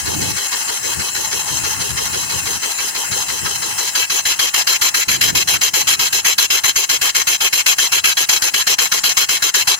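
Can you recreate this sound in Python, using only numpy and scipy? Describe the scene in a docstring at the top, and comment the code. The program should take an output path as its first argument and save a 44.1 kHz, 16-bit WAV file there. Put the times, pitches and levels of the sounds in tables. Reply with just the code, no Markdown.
"""Steam chuffs twice a turn with a slight limp: first at idle with a leaking hiss, then, from about 4 s,
faster and harder with less leak. Drops of water crack in the pipe early on, and wind gusts rumble in stereo.
Each chuff is coloured noise shaped by a valve: a short blast, a hissing jet, a soft thump and a hollow note.
The leak and the wind are noise too. Two reflections and a thin scatter place the engine in the open air."""
import sys
import numpy as np
from scipy import signal
from scipy.fft import rfft, irfft, next_fast_len
from scipy.io import wavfile
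from scipy.ndimage import map_coordinates

SR = 44100
rng = np.random.default_rng(int(sys.argv[2]) if len(sys.argv) > 2 else 0)


def dump(signal):
    """Clip the signal to [-1, 1] and save it as 16-bit WAV at the path in sys.argv[1]."""
    limited = np.clip(np.atleast_2d(signal).T, -1, 1)
    pcm = np.round(limited * 32767).astype(np.int16)
    wavfile.write(sys.argv[1], SR, pcm)


N = 431738
TIME = np.arange(N) / SR  # seconds

# How the engine is run. Each row: time in seconds, throttle from 0 to 1, base level of the leak in dB.
RUNNING = [(0, 0, -18.5), (3.7, 0, -18.5), (3.93, 0.7, -19.5), (4.07, 0.87, -25.5), (4.6, 0.94, -23),
           (5, 1, -27), (9.8, 0.98, -25.5)]
# Flywheel speed. Each row: time in seconds, speed in turns per second.
FLYWHEEL_SPEED = [(0.0, 3.2637), (2.0, 3.019), (2.82, 3.1006), (2.97, 2.9557), (3.89, 3.0313),
                  (4.12, 3.3609), (4.8, 3.7117), (4.95, 3.6865), (6.03, 3.9309), (7.88, 3.8815),
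                  (8.06, 3.9991), (8.71, 4.0436), (9.22, 3.9226), (9.8, 4.0529)]
# The outward and return exhaust strokes. Each row: crank angle in turns, time the valve is open in turns,
# base level of the jet in dB, base level of the blast in dB.
IDLE_STROKES = [(0, 0.379, -20.5, -20), (0.5114, 0.346, -21, -20.5)]
LOADED_STROKES = [(0, 0.3717, -13.5, -14.5), (0.5253, 0.32, -13, -15)]
# Drops of water spat from the pipe. Each row: time in seconds, starting level in dB.
SPITS = [(.421, -26), (.57, -13), (1.21, -32), (1.41, -19), (2.063, -26)]
# Wind gusts. Each row: start in seconds, length in seconds, left level in dB, right level in dB.
GUSTS = [(0, 0.38, -32, -43), (0.082, 0.22, -49, -21), (.8, 0.77, -44, -55), (0.957, 0.07, -28, -41),
         (1.5, 0.535, -32, -56), (2.054, .53, -34.5, -44), (3.058, 0.73, -41, -50), (3.42, 0.056, -31, -32),
         (5.08, .3, -42, -27), (5.397, 0.21, -51, -31), (5.645, 0.52, -65, -40)]

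# Peaks (positive) and dips (negative) in the colour of the steam, under load and at idle.
# Each row: centre in Hz, width in Hz, height in dB.
LOADED_COLOUR = [(1656, 240, 6), (1760, 170, -1.5), (2270, 200, 4.5), (2380, 90, -6.5), (2617, 310, 9),
                 (2900, 130, -8), (3280, 830, 4.5), (3670, 150, -10.5), (4110, 340, 5.5), (4860, 110, 5.5),
                 (4945, 186, -5.5), (6360, 210, 6.5), (6650, 290, -8), (7180, 300, 1.5)]
IDLE_COLOUR = [(863, 120, 6), (1580, 180, 2.5), (2330, 130, -12.5), (2630, 335, 14), (2960, 81, -5),
               (3080, 290, 4.5), (3450, 170, -2), (3700, 110, -10.5), (3980, 300, 5), (4340, 230, 3),
               (5660, 140, 6), (6570, 250, 8), (6950, 220, -4), (7240, 200, 2), (7650, 240, 0)]

# Noise colours of each sound. Each row: frequency in Hz, relative level per Hz in dB.
SOFT_JET = [(60, -30), (250, -30), (700, -9.5), (950, -1), (1400, -8), (2500, -17), (3200, 1), (5000, -3.5),
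            (6200, 4.5), (7400, -9.5), (10500, 1), (13000, -6), (15500, -5)]
HARD_JET = [(60, -20.5), (250, -22), (700, -9), (1000, -6.5), (2000, -6), (3200, 1), (4600, -1.5),
            (6000, 2), (7400, 4.5), (8500, -11.5), (11500, -6), (15500, -6)]
FIZZ = [(4000, -35), (7000, -13), (9000, 3.5), (11500, 3), (15500, -2.5)]
BLAST = [(40, -37), (90, -17), (250, -10), (650, -14), (1000, -4), (1450, 4), (2200, 0.5), (3200, -6),
         (4500, 5), (7000, -3.5), (10000, -6), (15500, -42)]
HOLLOW = [(150, -33), (290, -11.5), (390, -1.5), (480, 0), (560, -3), (650, -40), (1200, -23.5)]
LEAK = [(60, -16.5), (250, -13), (600, -9.5), (1000, -8), (1700, -3.5), (3000, -11.5), (5000, -6),
        (6500, -4), (7600, 5.5), (9000, 2), (10500, -1.5), (12000, -9.5), (13200, -16), (15500, -0.5)]
BUFFET = [(20, -30), (42, -22), (72, 1), (140, -0.5), (250, -10), (450, -10.5), (900, -37), (3000, -70)]  # low rumble, for the thump of a blast and for the wind

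# Colour of the two microphone ports. Each row: frequency in Hz, level in dB.
LEFT_PORT = [(200, 1.5), (500, 3), (1600, 3), (2300, 1.5), (4000, -0.5), (5700, 1.1), (6300, 3), (7200, 2),
             (7680, 0.2), (7950, -5), (9000, -5.5), (11500, -8.5), (14300, -5.5), (14800, 1.3),
             (15600, -11)]
RIGHT_PORT = [(200, -1.5), (500, 1), (1600, -4), (2300, 0), (4000, -0.5), (5900, -0.5), (7000, -4.5),
              (7600, -18), (8050, -22), (8800, -8.5), (10000, -3), (11500, 2), (13000, -3.5), (14800, -5.5),
              (15600, -19)]
# Stereo widening: how far the other port is blended in. Each row: frequency in Hz, angle in radians.
INTO_LEFT = [(150, .1), (450, 1), (1000, .65), (1700, .6), (2450, .8), (3100, .9), (3700, .92), (4600, .77),
             (5700, .68), (6500, .41), (7300, .3), (8100, -.07), (10500, -.3), (15000, -.23)]
INTO_RIGHT = [(150, -.06), (450, .17), (1000, 0), (1700, 0), (2450, .3), (3100, .6), (3700, .52),
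              (4600, .33), (5700, .28), (6500, .11), (7300, 0), (8100, .05), (10500, -.18), (15000, -.11)]

START_TURNS = .326  # where the crank stands at the beginning
# no two strokes are quite alike: typical random change of each
JET_SCATTER_DB, BLAST_SCATTER_DB, OPEN_SCATTER_S = 0.6, 0.5, 0.0005
PRESSURE_LAW = 0.62  # steam pressure follows the throttle by this power
GUST_RISE_S, GUST_DROOP_DB_PER_S, GUST_FADE_S = 0.036, 0.5, 0.056
CROSS_DELAY_S, TOP_HZ = .00099, 15800


def exhaust(throttle, flutter_db=1.51, gurgle_db=2, thump_db=-23):
    """Steam leaves the pipe in fluttering bursts, fuller in the middle range as the throttle opens."""
    jet, fizz, blast, hollow = strokes(throttle)
    load = np.clip(throttle, 0, 1)
    soft_roar = np.sqrt(1 - load) * rush(SOFT_JET, IDLE_COLOUR)
    hard_roar = np.sqrt(load) * rush(HARD_JET, LOADED_COLOUR)
    flutter = amp(flutter_db * unit(wobble(170) + 0.11 * wobble(45) + 0.34 * wobble(700)))
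    jet_noise = jet * (soft_roar + hard_roar)
    fizz_noise = fizz * rush(FIZZ)
    blast_noise = blast * rush(BLAST, LOADED_COLOUR)
    hiss = eddies(flutter * (jet_noise + fizz_noise + blast_noise), depth_db=2, width_hz=400, life_s=.045)
    # each blast also shoves the air, a soft thump
    thump = amp(thump_db) * blast * rush(BUFFET)
    gurgle = amp(1 + gurgle_db * wobble(60))
    return hiss + thump + hollow * gurgle * rush(HOLLOW)


def strokes(throttle):
    """The valve shapes each stroke: strength of the jet, its fizz, the blast and the hollow note over time."""
    flows = np.zeros((4, N))
    for start, load, open_s, jet_db, blast_db in beats(throttle):
        span = slice(*np.searchsorted(TIME, [start - .03, start + .18]))
        t = TIME[span] - start
        idle = 1 - load
        valve = ramp((t + 0.0027) / 0.01) * ramp((open_s - .004 - t) / 0.022)
        # at idle the flow sags until the piston pushes again; under load the cylinder empties steadily
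        sag_db = -idle * 2.2 * bump(t, 0.011, 0.048) - load * 28 * (t - .036)
        jet = valve * amp(jet_db + sag_db)
        # the finest hiss needs high pressure and dies first, well before the valve shuts
        fizz = load * jet * amp(-4.5) * ramp((0.76 * open_s - t) / 0.052)
        # the blast is shorter under load; a weaker puff comes as the valve closes
        opening = load * 1.19 * bump(t, 0.0028, 0.0063) + idle * 0.96 * bump(t, 0.015, 0.012)
        closing = amp(-7.5 - 1.7 * load) * bump(t, open_s - .016, .012)
        blast = amp(blast_db) * valve * (opening + closing)
        loaded_hollow = load * amp(-30.5) * bump(t, 0.038, 0.02)
        idle_hollow = idle * amp(-31.5) * bump(t, 0.044, 0.03)
        flows[:, span] += jet, fizz, blast, valve * (loaded_hollow + idle_hollow)
    return flows


def beats(throttle):
    """The crank opens the valve twice a turn; pressure makes the strokes stronger and their limp more marked."""
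    speed, = curves(FLYWHEEL_SPEED)
    crank = START_TURNS + np.cumsum(speed) / SR  # turns so far
    for turn in range(int(crank[-1]) + 1):
        for idle, loaded in zip(np.array(IDLE_STROKES), np.array(LOADED_STROKES)):
            chance = rng.standard_normal(3)
            now = min(np.searchsorted(crank, turn + idle[0]), N - 1)
            load = np.clip(throttle[now], 0, 1)
            angle = idle[0] + load * (loaded[0] - idle[0])
            _, open_turns, jet_db, blast_db = idle + load ** PRESSURE_LAW * (loaded - idle)
            start = TIME[now] + (turn + angle - crank[now]) / speed[now]
            open_s = open_turns / speed[now] + OPEN_SCATTER_S * chance[0]
            jet_db += JET_SCATTER_DB * chance[1]
            blast_db += BLAST_SCATTER_DB * chance[2]
            yield start, load, open_s, jet_db, blast_db


def leak(leak_db, waver_db=0.94, sputter_db=1.1):
    """Steam hisses past the valve between the strokes too, wavering slowly and sputtering fast."""
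    level_db = leak_db + waver_db * wobble(22) + sputter_db * wobble(250)
    return amp(level_db) * rush(LEAK, IDLE_COLOUR)


def spits(t60=0.012):
    """Drops of water crack in the pipe: noise that falls by 60 dB in t60 seconds."""
    size = np.zeros(N)
    t = np.arange(SR // 20) / SR
    for start, db in SPITS:
        size[int(start * SR):][:len(t)] += amp(db - 60 * t / t60)
    return size * rush(SOFT_JET, LOADED_COLOUR)


def eddies(x, depth_db, width_hz, life_s):
    """Drifting eddies lift and dull patches of the spectrum."""
    z = signal.stft(x, nperseg=512)[2]
    rows, columns = np.indices(z.shape[1:])
    # a smooth random map over frequency and time
    place = [rows * SR / 512 / width_hz, columns * 256 / SR / life_s]
    patches = map_coordinates(rng.standard_normal(z.shape[1:]), place)
    return signal.istft(z * amp(depth_db * patches), nperseg=512)[1][:, :N]


def bounce(x, delay_s, db, sway):
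    """One reflection; its path changes as the plume and microphone sway, so ripples slide through the hiss."""
    late = (TIME - delay_s * (1 + sway * wobble(3))) * SR  # sample to read at each moment
    copy = np.array([np.interp(late, np.arange(N), port) for port in x])
    return amp(db) * copy


def field(x, t60=0.083):
    """A short, thin scatter from the frame, the ground and the plants, made with a fading noise tail."""
    t = np.arange(SR // 3) / SR
    tail = rng.standard_normal((2, len(t))) * amp(-60 * t / t60) * ramp((t - .006) / 0.037)
    return signal.fftconvolve(x, tail / np.linalg.norm(tail[0]), axes=1)[:, :N]


def wind(lump_db=3.5, calm_db=-53, rasp_db=-10):
    """Gusts buffet each port on its own; the strongest ones add a rasp above the rumble."""
    strength = amp(calm_db)
    for start, length, left_db, right_db in GUSTS:
        strength = strength + amp([[left_db], [right_db]]) * gust(start, length)
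    lumps = amp(lump_db * np.array([wobble(25), wobble(25)]))
    rasp_colour = [(80, -20), (200, -4), (330, 7), (480, -11), (800, -32), (2500, -60)]
    rasp = amp(rasp_db) * np.sqrt(strength / strength.max()) * rush(rasp_colour)
    return strength * unit(lumps) * (rush(BUFFET) + rasp)


def gust(start, length):
    """A gust rises quickly, holds almost steady and fades."""
    t = TIME - start
    hold = amp(-GUST_DROOP_DB_PER_S * np.clip(t, 0, length))
    return ramp(t / GUST_RISE_S) * hold * ramp((length - t) / GUST_FADE_S)


def rush(spectrum, colour=()):
    """Turbulent noise of rms 1, unrelated at the two ports, with peaks and dips in its colour."""
    m = next_fast_len(N, True)
    coarse = np.linspace(0, SR / 2, 4097)
    shape_db = sum(db / (1 + (2 * (coarse - hz) / width) ** 2) for hz, width, db in colour)
    coarse_gain = amp(along(spectrum, coarse) + shape_db)
    gain = np.interp(np.fft.rfftfreq(m, 1 / SR), coarse, coarse_gain)
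    white = rng.standard_normal((2, 2 * len(gain))).view(complex)
    return unit(irfft(white * gain, m)[:, :N])


def wobble(rate, order=8):
    """A smooth random curve through rate random points a second."""
    knots = rng.standard_normal(int(N * rate / SR) + 4)
    steps = np.arange(len(knots) * order) / order
    return np.interp(TIME * rate, steps, map_coordinates(knots, [steps]))


def filtered(x, response):
    """Sound x with its spectrum multiplied by a response that depends on frequency."""
    m = next_fast_len(N + 8192, True)
    return irfft(rfft(x, m) * response(np.fft.rfftfreq(m, 1 / SR)), m)[..., :N]


def along(points, hz):
    """Read a curve of (Hz, value) points on a log frequency axis."""
    f, v = np.transpose(points)
    return np.interp(np.log(hz + 1), np.log(f + 1), v)


def curves(rows):
    """One value per sample for each column after the time."""
    s, *columns = np.transpose(rows)
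    return [np.interp(TIME, s, column) for column in columns]


def ramp(u):
    """A smooth step from 0 to 1, centred on u = 0 and one unit wide."""
    return .5 + .5 * np.sin(np.pi * np.clip(u, -.5, .5))


def bump(t, centre, width):
    """A bell of height 1."""
    return np.exp(-.5 * ((t - centre) / width) ** 2)


def amp(db):
    """Turn decibels into a plain multiplier."""
    return 10 ** (np.asarray(db) / 20)


def unit(x):
    """Scale a signal to an rms of 1."""
    return x / np.sqrt(np.mean(x ** 2) + 1e-20)


def scene():
    """The engine in the open air, and the wind."""
    throttle, leak_db = curves(RUNNING)
    # under pressure the valve seats unevenly, so the leak wanders more
    seating_db = 1.4 * throttle * wobble(7.9)
    leaking = eddies(leak(leak_db + seating_db), depth_db=2.0, width_hz=504, life_s=.06)
    steam = exhaust(throttle) + leaking + spits()
    ground = bounce(steam, delay_s=.0062, db=-9, sway=.03)
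    frame = bounce(steam, delay_s=.0029, db=-13, sway=.04)
    # long waves bend round the ironwork, only short ones come back
    reflections = filtered(ground + frame, lambda f: ramp((f - 900) / 900))
    engine = steam + reflections + amp(-25.5) * field(steam)
    return amp(-1) * engine + wind()


def record(dry):
    """The microphone blends a late copy of each port into the other channel, colours both and limits the band."""
    def angle(f):
        return np.array([along(INTO_LEFT, f), along(INTO_RIGHT, f)])

    def colour(f):
        return amp([along(LEFT_PORT, f), along(RIGHT_PORT, f)])

    def late(f):
        return np.exp(-2j * np.pi * f * CROSS_DELAY_S)

    direct = filtered(dry, lambda f: colour(f) * np.cos(angle(f)))
    crossed = filtered(dry[::-1], lambda f: colour(f) * np.sin(angle(f)) * late(f))
    return filtered(np.clip(direct + crossed, -1, 1), lambda f: f < TOP_HZ)


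dry = scene()
out = record(dry)
dump(out)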